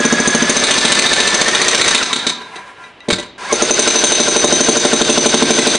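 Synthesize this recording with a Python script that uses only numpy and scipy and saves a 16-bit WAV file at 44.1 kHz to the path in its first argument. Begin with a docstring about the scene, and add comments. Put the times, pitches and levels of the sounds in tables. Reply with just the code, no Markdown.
"""An electric jackhammer breaks a concrete path in a backyard, heard from a few metres away.
At first each blow excites modes of housing, slab and steel bit and a noise burst of cracking concrete, over
gear whine (swept harmonics), fan air and rattle (shaped noise); ground, pavers, fence and house reflect it.
The motor then coasts down, the idle tool scrapes and clinks, and it is set down with a deep thud on a new spot.
There it spins up and strikes again; throughout, a limiter lowers the level briefly at loud peaks."""
import sys
import numpy as np
from scipy import signal
from scipy.fft import rfft, irfft, next_fast_len
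from scipy.io import wavfile
from scipy.ndimage import uniform_filter1d, minimum_filter1d, map_coordinates

SR = 44100
rng = np.random.default_rng(int(sys.argv[2]) if len(sys.argv) > 2 else 0)


def bounce(signal):
    """Save signal as a 16-bit WAV file at the path given by the first command-line argument."""
    frames = np.transpose(np.atleast_2d(signal))
    limited = np.clip(frames, -1, 1)
    pcm = np.round(limited * 32767).astype(np.int16)
    wavfile.write(sys.argv[1], SR, pcm)


N = 254898
TIME = np.arange(N) / SR
AGE = np.arange(SR // 3) / SR  # time since a mode was struck, s

# All levels are relative; each sound is scaled where it is made.
# pulls of the trigger: (on [s], off [s], first blow [s], bit lifted [s])
RUNS = [(-1, 1.92, .0512, 2.29), (3.38, 6, 3.5272, 6)]
# crank speed under power, which shifts as the worker leans on the tool: (time [s], speed [strokes/s])
PACE = [(0, 13.35), (.38, 13.5), (.52, 13.95), (.75, 14.204), (1.33, 14.185), (1.6, 15.069), (1.84, 15.327),
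        (1.92, 14.685), (3.38, 12.206), (3.8, 12.206), (4.3, 12.376), (5.2, 12.162), (5.78, 12.279)]
SPIN_UP_S, COAST_S = .0978, .3945  # time constants
INRUSH_EFFORT = .46  # extra effort at switch-on
MESH_PER_STROKE = 124  # gear teeth meeting in one crank turn
# the spot of slab worked in each run: (knock [dB], clank [dB], fan air [dB])
SPOTS = [(-16.5, -14.5, -18.5), (-7, -9.5, -23.5)]
# gear whine at full effort: (time [s], level [dB], rise as the piston draws back [dB])
WHINE = [(.42, -22.5, 12), (.55, -28, 3), (.75, -23.5, 1), (1.2, -21.5, 2), (1.55, -24, 5), (1.8, -27, 0),
         (2.05, -22, 0), (3.5, -21, 0), (3.7, -28.5, 0), (5.78, -27, 0)]
# the slab's thud dies as it breaks up and grows as the bit seats itself: (time [s], level [dB])
THUD = [(.42, -12), (.55, -17), (1, -15.5), (1.5, -29.5), (2.2, -16), (4, -18.5), (4.55, -11), (5.78, -8)]
# how hard the concrete cracks under the bit: (time [s], level [dB])
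BITE = [(.1, -25.5), (.48, -17), (.65, -6.5), (1.1, -6.5), (1.45, -13), (1.8, -6.5), (1.95, -4),
        (2.13, -4.5), (2.27, -6.5), (3.53, -21), (3.8, -9.5), (5.05, -10.5), (5.78, -3.5)]
# how freely the bit rings: (time [s], level [dB])
RING = [(.2, -39), (2.05, -37.5), (2.27, -46), (3.53, -30), (3.8, -13), (4, -8.5), (4.6, -12), (5, -14),
        (5.78, -12)]
KNOCK_PER_THUD, RATTLE_PER_BITE = 0.38, 0.21  # dB per dB
# random spread from blow to blow: thud, knock, crack, clank, ring [dB]
STROKE_SCATTER_DB = [2.2, 1.2, 1.5, 2.5, 1.5]
# small extra thumps and bumps: the bit rebounds while working or coasting, later the loose tool is set down:
# (time [s], thud [dB], knock [dB], crack [dB], clank [dB], free ring of the bit [dB])
BUMPS = [(0.003, -18, -17.5, -33, -23.5, -35), (2.16, -23, -26, -22, -31, -44),
         (2.291, -35, -47, -25.5, -31, -49), (2.559, -54, -36, -34.5, -50, -48),
         (3.086, -18, -16, -27, -33, -46), (3.103, -32, -13, -12, -40, -44),
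         (3.129, -28, -22, -17.5, -49, -50), (3.185, -44, -26, -29, -47, -55),
         (3.197, -35, -26.5, -30.5, -42, -56), (3.228, -38, -40, -36, -49, -65)]
# low modes of housing and slab: (frequency [Hz], level [dB], t60 [s])
THUD_MODES = [(159.6, -8, 0.058), (230, -2, 0.081), (274.3, -6.5, 0.12)]
# higher modes of housing and slab: (frequency [Hz], level [dB], t60 [s])
KNOCK_MODES = [(332.7, 1.5, 0.093), (372.2, -5, 0.13), (443, 7, 0.067), (483, -17, 0.12), (587, 5.5, 0.06),
               (750, -9.5, 0.07), (839, -3.5, 0.05), (1034, -5.5, 0.07)]
# the steel bit pressed on the slab: (frequency [Hz], level [dB], t60 [s])
CLANK_MODES = [(6135, 2, 0.046), (6235, -6, 0.06), (6345, -2, 0.037), (6560, -13.5, 0.06),
               (6840, -12.5, 0.027), (8730, -12.5, .03), (9200, -15.5, 0.033)]
# the steel bit ringing freely: (frequency [Hz], level [dB], t60 [s])
RING_MODES = [(3180, -25, .3), (3574, -13, .25), (3765, -10, .15), (3825, -6, 0.24), (4080, -12, 0.2),
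              (5998, -2, 0.24), (6188, 0, 0.38), (5890, -8, 0.15), (8605, -6, .22), (8700, -14, .15)]
# the slack bit in its holder: (frequency [Hz], level [dB], t60 [s])
SLACK_MODES = [(1980, 3, .15), (2450, -3, .06), (2700, 2, 0.06), (3830, -2, 0.22), (3900, -2, 0.15),
               (6070, -11, .12)]
# the steel bit holder: (frequency [Hz], level [dB], t60 [s])
HOLDER_MODES = [(2215, -17.5, 0.04), (2370, -17, 0.017), (3613, -8.5, 0.022), (3743, 0.5, 0.027),
                (3980, -8, 0.017), (3940, -18, 0.047), (4100, -1, 0.018), (4350, -1, .03),
                (4500, -9, 0.031), (6110, -5, 0.039), (7400, -2.5, 0.012)]
# the hollow motor housing: (frequency [Hz], level [dB], t60 [s])
HOUSING_MODES = [(440, -9.5, 0.12), (783, -3.5, 0.069), (997, 7, 0.055), (1384, -4.5, 0.18),
                 (1603, 5.5, 0.035), (2080, -0.5, 0.017), (2370, -7.5, 0.05)]
# the ground under the tool: (frequency [Hz], level [dB], t60 [s])
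GROUND_MODES = [(78, -5, 0.17), (105, -2.5, 0.29), (186, 5, 0.15)]
# spectrum of cracking concrete: (frequency [Hz], level per Hz [dB])
CRACK = [(300, -21.5), (900, -3.5), (1600, -2), (2600, 1), (3300, 1), (3800, 7), (4600, -5.5), (5500, -6),
         (7400, -8), (9000, -3.5), (10300, -27.5)]
# spectrum of rattling and grit: (frequency [Hz], level per Hz [dB])
RATTLE = [(150, -2.5), (400, 14), (1500, -2.5), (2600, 6.5), (3200, 5.5), (3700, 8.5), (4200, 0.5),
          (4700, 6), (5400, 2.5), (6300, 5.5), (7000, -2.5), (8000, -5), (8800, 2), (10300, -21)]
# spectrum of the fan's air, also used for scraped grit: (frequency [Hz], level per Hz [dB])
AIR = [(25, -19), (100, -10.5), (200, 0.5), (400, -23), (600, 4), (800, -7.5), (1050, 2.5), (1300, 1.5),
       (1700, 3.5), (2300, 0.5), (3000, -14.5), (5000, -28), (10000, -100.5)]
# spectrum of the quiet yard: (frequency [Hz], level per Hz [dB])
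YARD_NOISE = [(25, -19), (100, -8.5), (400, -4), (1000, -9.5), (3000, -11), (10000, -46)]
# reflections from ground, stacked pavers, fence and house: (delay [s], level [dB])
ECHOES = [(.0045, 1), (0.0134, -10.5), (0.028, -13.5), (.0325, -10.5), (.041, -24.5)]
# decay of the yard's diffuse tail: (frequency [Hz], t60 [s])
YARD = [(200, 0.6), (1500, 0.37), (4000, 0.55), (10000, 0.18)]
# the idle tool scrapes along as it is moved: (middle [s], half length [s], level [dB])
SCRAPES = [(2.42, 0.0083, -30.5), (2.567, 0.043, -32), (2.69, 0.029, -36), (2.84, 0.048, -37),
           (3.062, 0.019, -43), (3.212, 0.051, -35)]
# the slack bit taps its holder: (time [s], level [dB])
CLINKS = [(2.557, -33), (2.765, -48), (2.839, -37), (3.005, -37), (3.105, -31), (3.184, -27)]
# the tool's whole weight lands: (time [s], level [dB])
SET_DOWN = (3.125, -20.5)
TOP_HZ = 10500  # upper band limit


def amp(db):
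    """Decibels to amplitude gain."""
    return 10 ** (np.asarray(db) / 20)


def unit(x):
    """Scale to rms 1."""
    return x / np.sqrt(np.mean(x ** 2) + 1e-20)


def unit_attack(x):
    """Scale so that the first 12.5 ms have rms 1."""
    return x / np.sqrt(np.mean(x[:SR // 80] ** 2) + 1e-20)


def along(points, hz):
    """Interpolate (frequency, value) points on a logarithmic frequency axis."""
    f, v = np.transpose(points)
    return np.interp(np.log(hz + 1), np.log(f + 1), v)


def curves(rows):
    """Interpolate one value per sample for each column after the time."""
    s, *cols = np.transpose(rows)
    return [np.interp(TIME, s, c) for c in cols]


def wobble(rate):
    """A smooth random curve with rate knots a second."""
    knots = rng.standard_normal(int(N * rate / SR) + 4)
    return map_coordinates(knots, [TIME * rate / SR])


def filtered(x, gain):
    """Linear filtering: the spectrum of x times a gain that depends on frequency."""
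    size = next_fast_len(N + 8192)
    return irfft(rfft(x, size) * gain(np.fft.rfftfreq(size, 1 / SR)), size)[..., :N]


def coloured(x, spectrum):
    """Spectral shaping that leaves the power of white noise unchanged."""
    norm = np.sqrt(np.mean(amp(along(spectrum, np.linspace(0, SR / 2, 2048))) ** 2))
    return filtered(x, lambda hz: amp(along(spectrum, hz)) / norm)


def add(track, s, sound):
    """Superpose a sound on the track at s seconds."""
    start = round(s * SR)
    part = sound[max(-start, 0):N - start]
    track[max(start, 0):][:len(part)] += part


def ringing(modes):
    """Free damped vibration: one complex, exponentially decaying wave for each mode."""
    hz, db, t60 = np.transpose(modes)[:, :, None]
    return amp(db - 60 * AGE / t60) * np.exp(2j * np.pi * hz * AGE)


def resonate(x, modes):
    """Forced vibration: x convolved with a body's modes, at unchanged power for white noise."""
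    response = ringing(modes).real.sum(0)
    return signal.fftconvolve(x, response / np.linalg.norm(response))[:N]


def chatter():
    """Many random tiny contacts that come in clumps: modulated noise of rms 1."""
    return unit(rng.standard_normal(N) * amp(4.8 * wobble(700) + 2.8 * wobble(90)))


def crank():
    """First-order spin-up and coasting: strokes per s, crank turns (whole at a blow), effort (near 1 at work)."""
    speed, turns, effort = np.zeros((3, N))
    for on, off, first_blow, _ in RUNS:
        torque = np.exp(-np.maximum(TIME - on, 0) / SPIN_UP_S)
        share = (1 - torque) * np.exp(-np.maximum(TIME - off, 0) / COAST_S)
        rate = share * np.interp(np.minimum(TIME, off), *np.transpose(PACE))
        angle = np.cumsum(rate) / SR
        now = TIME >= on
        speed[now] = rate[now]
        turns[now] = (angle - np.interp(first_blow, TIME, angle))[now]
        effort[now] = (share + INRUSH_EFFORT * np.sqrt(torque))[now]
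    return speed, turns, effort


def striking():
    """Smoothed gate: 1 while the piston strikes, 0 while it rests."""
    down = sum((TIME > first_blow - .06) & (TIME < lifted) for _, _, first_blow, lifted in RUNS)
    return uniform_filter1d(down * 1., SR // 50)


def per_stroke(turns, peak_turn):
    """Periodic modulation: a swing of +-1 once a stroke."""
    return striking() * np.cos(2 * np.pi * (turns - peak_turn))


def stroke_bump(turns, peak_turn, sharpness):
    """Periodic modulation: a narrow bump rising to 1 once a stroke."""
    return striking() * np.exp(sharpness * (per_stroke(turns, peak_turn) - 1))


def spot():
    """Knock, clank and air levels of the spot being worked, per sample."""
    run = np.searchsorted(np.array(RUNS)[:, 0], TIME, side="right") - 1
    return np.array(SPOTS)[run].T


def blows(turns):
    """One impact per crank turn while the bit is down: rows (time [s], thud, knock, crack, clank, ring [dB])."""
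    at = np.flatnonzero((np.diff(np.floor(turns)) == 1) & (striking()[1:] > .5))
    thud, bite, ring = (curves(level)[0][at] for level in (THUD, BITE, RING))
    knock, clank, _ = spot()[:, at]
    knock = knock + KNOCK_PER_THUD * (thud - thud.mean())
    levels = np.transpose([thud, knock, bite, clank, ring])
    scatter = STROKE_SCATTER_DB * rng.standard_normal(levels.shape)
    return np.column_stack([TIME[at], levels + scatter])


def yard_noise(level_db=-44.0):
    """The quiet yard: stationary noise with a shaped spectrum."""
    return amp(level_db) * unit(coloured(rng.standard_normal(N), YARD_NOISE))


def motor(speed, turns, effort, third_db=-16, band_hz=1700, slope_db=13, effort_db=18):
    """Gear meshing under varying load: harmonics grow on compression and draw-back, sagging into the blow."""
    hz = MESH_PER_STROKE * speed
    full_db, drawback_db = curves(WHINE)
    # a faster rotor has more momentum and sags less
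    strain = np.minimum(1545 / (hz + 1), 1) ** 30
    sag = .16 * strain * (stroke_bump(turns, peak_turn=0, sharpness=3) - .3 * striking())
    # below working speed the teeth run slack and chatter
    slack = np.clip((1480 - hz) / 400, 0, 1)
    jitter = (.009 + .02 * slack) * wobble(260)
    rough = amp((2.6 + 1.6 * slack) * wobble(110) - 3 * slack)
    hz = hz * (1 - sag + jitter) + 1
    angle = 2 * np.pi * np.cumsum(hz) / SR
    mesh = np.zeros(N)
    for order, order_db in enumerate([0, -4, third_db], start=1):
        # the housing radiates best near band_hz, so a slow motor is heard by its overtones
        octaves = np.abs(np.log2(order * hz / band_hz))
        radiated_db = order_db - slope_db * octaves ** 2 / (1 + octaves / 2)
        mesh += amp(radiated_db) * np.sin(order * angle)
    # the piston compresses its air cushion before the blow
    compression = stroke_bump(turns, peak_turn=.79 + .09 * strain, sharpness=2.5)
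    compression_db = 15 * compression - 6 * striking()
    drawback = stroke_bump(turns, peak_turn=.36, sharpness=3)
    level_db = full_db + effort_db * np.log10(effort) + compression_db + drawback_db * drawback
    return amp(level_db) * rough * mesh


def fan(speed, turns, effort, full_speed=11.9, whirr_db=2, effort_db=28, labour_db=2.2):
    """Turbulent flow: broad air noise at speed gives way to a whirr through housing modes when slow."""
    flow = np.clip(speed / full_speed, .5, .98)
    rush = unit(coloured(rng.standard_normal(N), AIR))
    whirr = amp(whirr_db) * resonate(rng.standard_normal(N), HOUSING_MODES)
    waver_db = 1.8 * wobble(35)
    labour = labour_db * per_stroke(turns, peak_turn=0.98)
    level_db = spot()[2] + effort_db * np.log10(effort) + labour + waver_db
    return amp(level_db) * (flow * rush + np.sqrt(1 - flow ** 2) * whirr)


def rattle(turns, effort, grit_db=-20.0, holder_db=-26, swing_db=2.0, effort_db=36,
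           idle_db=-8, build_s=0.02, coast_db=-2):
    """Random contacts of loose bit and thrown grit: stronger as concrete breaks, weaker coasting or idling."""
    bite_db, = curves(BITE)
    working = sum(np.clip((TIME - first_blow) / build_s + 1, 0, 1) * (TIME < lifted)
                  for _, _, first_blow, lifted in RUNS)
    powered = sum((TIME >= on) & (TIME < off) for on, off, _, _ in RUNS)
    idle = 1 - np.maximum(working, TIME < RUNS[0][1])
    state_db = idle_db * idle + coast_db * (1 - powered)
    drive_db = RATTLE_PER_BITE * (bite_db - bite_db.mean()) + effort_db * np.log10(np.minimum(effort, 1))
    level = amp(state_db + drive_db + swing_db * per_stroke(turns, peak_turn=0.85))
    grit = amp(grit_db) * coloured(level * chatter(), RATTLE)
    holder = amp(holder_db) * resonate(level * chatter(), HOLDER_MODES)
    return grit + holder


def thumps(hits, thud_db=1, knock_db=1, lead=0.00401, swell=0.0034, scatter_db=1.5, spread=0.3):
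    """Modal excitation: the piston's push rings housing and slab, in fixed phase, just before the bit bites."""
    out = np.zeros(N)
    for modes, column, gain_db in (THUD_MODES, 1, thud_db), (KNOCK_MODES, 2, knock_db):
        # bending waves are slower in the bass, so low modes swell later
        rise = swell + spread / np.array(modes)[:, :1]
        waves = ringing(modes).imag * (1 - np.exp(-AGE / rise))
        signs = (-1) ** np.arange(len(modes))
        strengths = amp(scatter_db * rng.standard_normal((len(hits), len(modes))))
        for hit, sizes in zip(hits, strengths):
            thump = unit_attack((signs * sizes) @ waves)
            add(out, hit[0] - lead, amp(hit[column] + gain_db) * thump)
    return out


def cracks(times, levels_db, crumble_t60=0.087, crumble_db=-8, holder_db=-6, housing_db=-12):
    """Brittle fracture: a snap and crumbling as decaying noise, whose shock rings bit holder and housing."""
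    force = np.zeros(N)
    snap_t60 = .013
    shape = unit_attack(amp(-60 * AGE / snap_t60) + amp(crumble_db - 60 * AGE / crumble_t60))
    for s, db in zip(times, levels_db):
        add(force, s, amp(db) * shape)
    force = force * rng.standard_normal(N)
    holder = amp(holder_db) * resonate(force, HOLDER_MODES)
    housing = amp(housing_db) * resonate(force, HOUSING_MODES)
    return coloured(force, CRACK) + holder + housing


def steel(times, levels_db, modes, scatter_db):
    """Modal excitation: every impact rings the bit's modes at new random strengths and phases."""
    out, waves = np.zeros(N), ringing(modes)
    sizes = amp(scatter_db * rng.standard_normal((len(times), len(modes))))
    phases = np.exp(2j * np.pi * rng.random(sizes.shape))
    for s, db, strengths in zip(times, levels_db, sizes * phases):
        add(out, s, amp(db) * unit_attack((strengths @ waves).real))
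    return out


def two_ports(x, side_db=-14, corner_hz=4000, delay=.0021):
    """Interference: a nearby reflection makes the treble differ between left and right."""
    side = amp(side_db) * filtered(
        x, lambda hz: hz / np.hypot(hz, corner_hz) * np.exp(-2j * np.pi * hz * delay))
    return np.array([x + side, x - side])


def echoes(x):
    """Specular reflection: nearby hard surfaces return delayed copies."""
    out = x.copy()
    for delay, db in ECHOES:
        add(out, delay, amp(db) * x)
    return out


def yard(x, wet_db=-16, side_db=-11, onset=0.0061):
    """Diffuse reverberation from fence, house and trees; left and right differ mostly in the treble."""
    hz, t, z = signal.stft(rng.standard_normal((2, SR // 2)), SR, nperseg=256)
    decay = amp(-60 * t / along(YARD, hz)[:, None]) * (1 - np.exp(-t / onset))
    tail = signal.istft(z * decay, SR, nperseg=256)[1]
    mid, side = signal.fftconvolve(x[None], tail / np.linalg.norm(tail[0]), axes=1)[:, :N]
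    side = amp(side_db) * filtered(side, lambda f: (f + 600) / np.hypot(f, 3000))
    return amp(wet_db) * np.array([mid + side, mid - side])


def scrapes(housing_db=0, grit_db=-6):
    """Friction: the dragged bit rubs over grit and sounds through the hollow housing."""
    level = sum(amp(db) * np.exp(-((TIME - s) / half) ** 2 / 2) for s, half, db in SCRAPES)
    housing = amp(housing_db) * resonate(chatter(), HOUSING_MODES)
    grit = amp(grit_db) * coloured(chatter(), AIR)
    return level * (housing + grit)


def clinks():
    """Light impacts: the slack bit taps its holder and rings."""
    return steel(*np.transpose(CLINKS), SLACK_MODES, scatter_db=2.5)


def set_down():
    """Damped low modes: the ground gives a deep thud under the weight of the tool."""
    out = np.zeros(N)
    s, db = SET_DOWN
    add(out, s, amp(db) * unit_attack(ringing(GROUND_MODES).imag.sum(0)))
    return out


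def scene():
    """Superposition of the hammer, its reflections and the quiet yard."""
    speed, turns, effort = crank()
    hits = np.vstack([blows(turns), BUMPS])
    times, _, _, crack_db, clank_db, ring_db = hits.T
    crack = cracks(times, crack_db - 3.5)
    clank = steel(times, clank_db + 0.5, CLANK_MODES, scatter_db=4.5)
    ring = steel(times, ring_db - .6, RING_MODES, scatter_db=3.0)
    taps = clinks()
    machine = motor(speed, turns, effort) + fan(speed, turns, effort) + rattle(turns, effort)
    impacts = echoes(crack + clank) + ring + taps + thumps(hits) + set_down()
    hammer = impacts + scrapes() + machine
    return two_ports(hammer + yard_noise()) + yard(hammer)


def record(dry, ceiling_db=0.43, release_db_per_s=260):
    """Peak limiting: gain ducks at loud peaks and recovers steadily; a steep low-pass sets the band limit."""
    excess = np.maximum(20 * np.log10(np.abs(dry).max(0) + 1e-9) - ceiling_db, 0)
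    excess = -minimum_filter1d(-excess, size=65)  # looks ahead by under a millisecond
    recovery = release_db_per_s * TIME
    held_db = np.maximum.accumulate(excess + recovery) - recovery
    duck_db = uniform_filter1d(held_db, size=65)
    return filtered(dry * amp(-duck_db), lambda hz: 1 / (1 + (hz / TOP_HZ) ** 120))


dry = scene()
out = record(dry)
bounce(out)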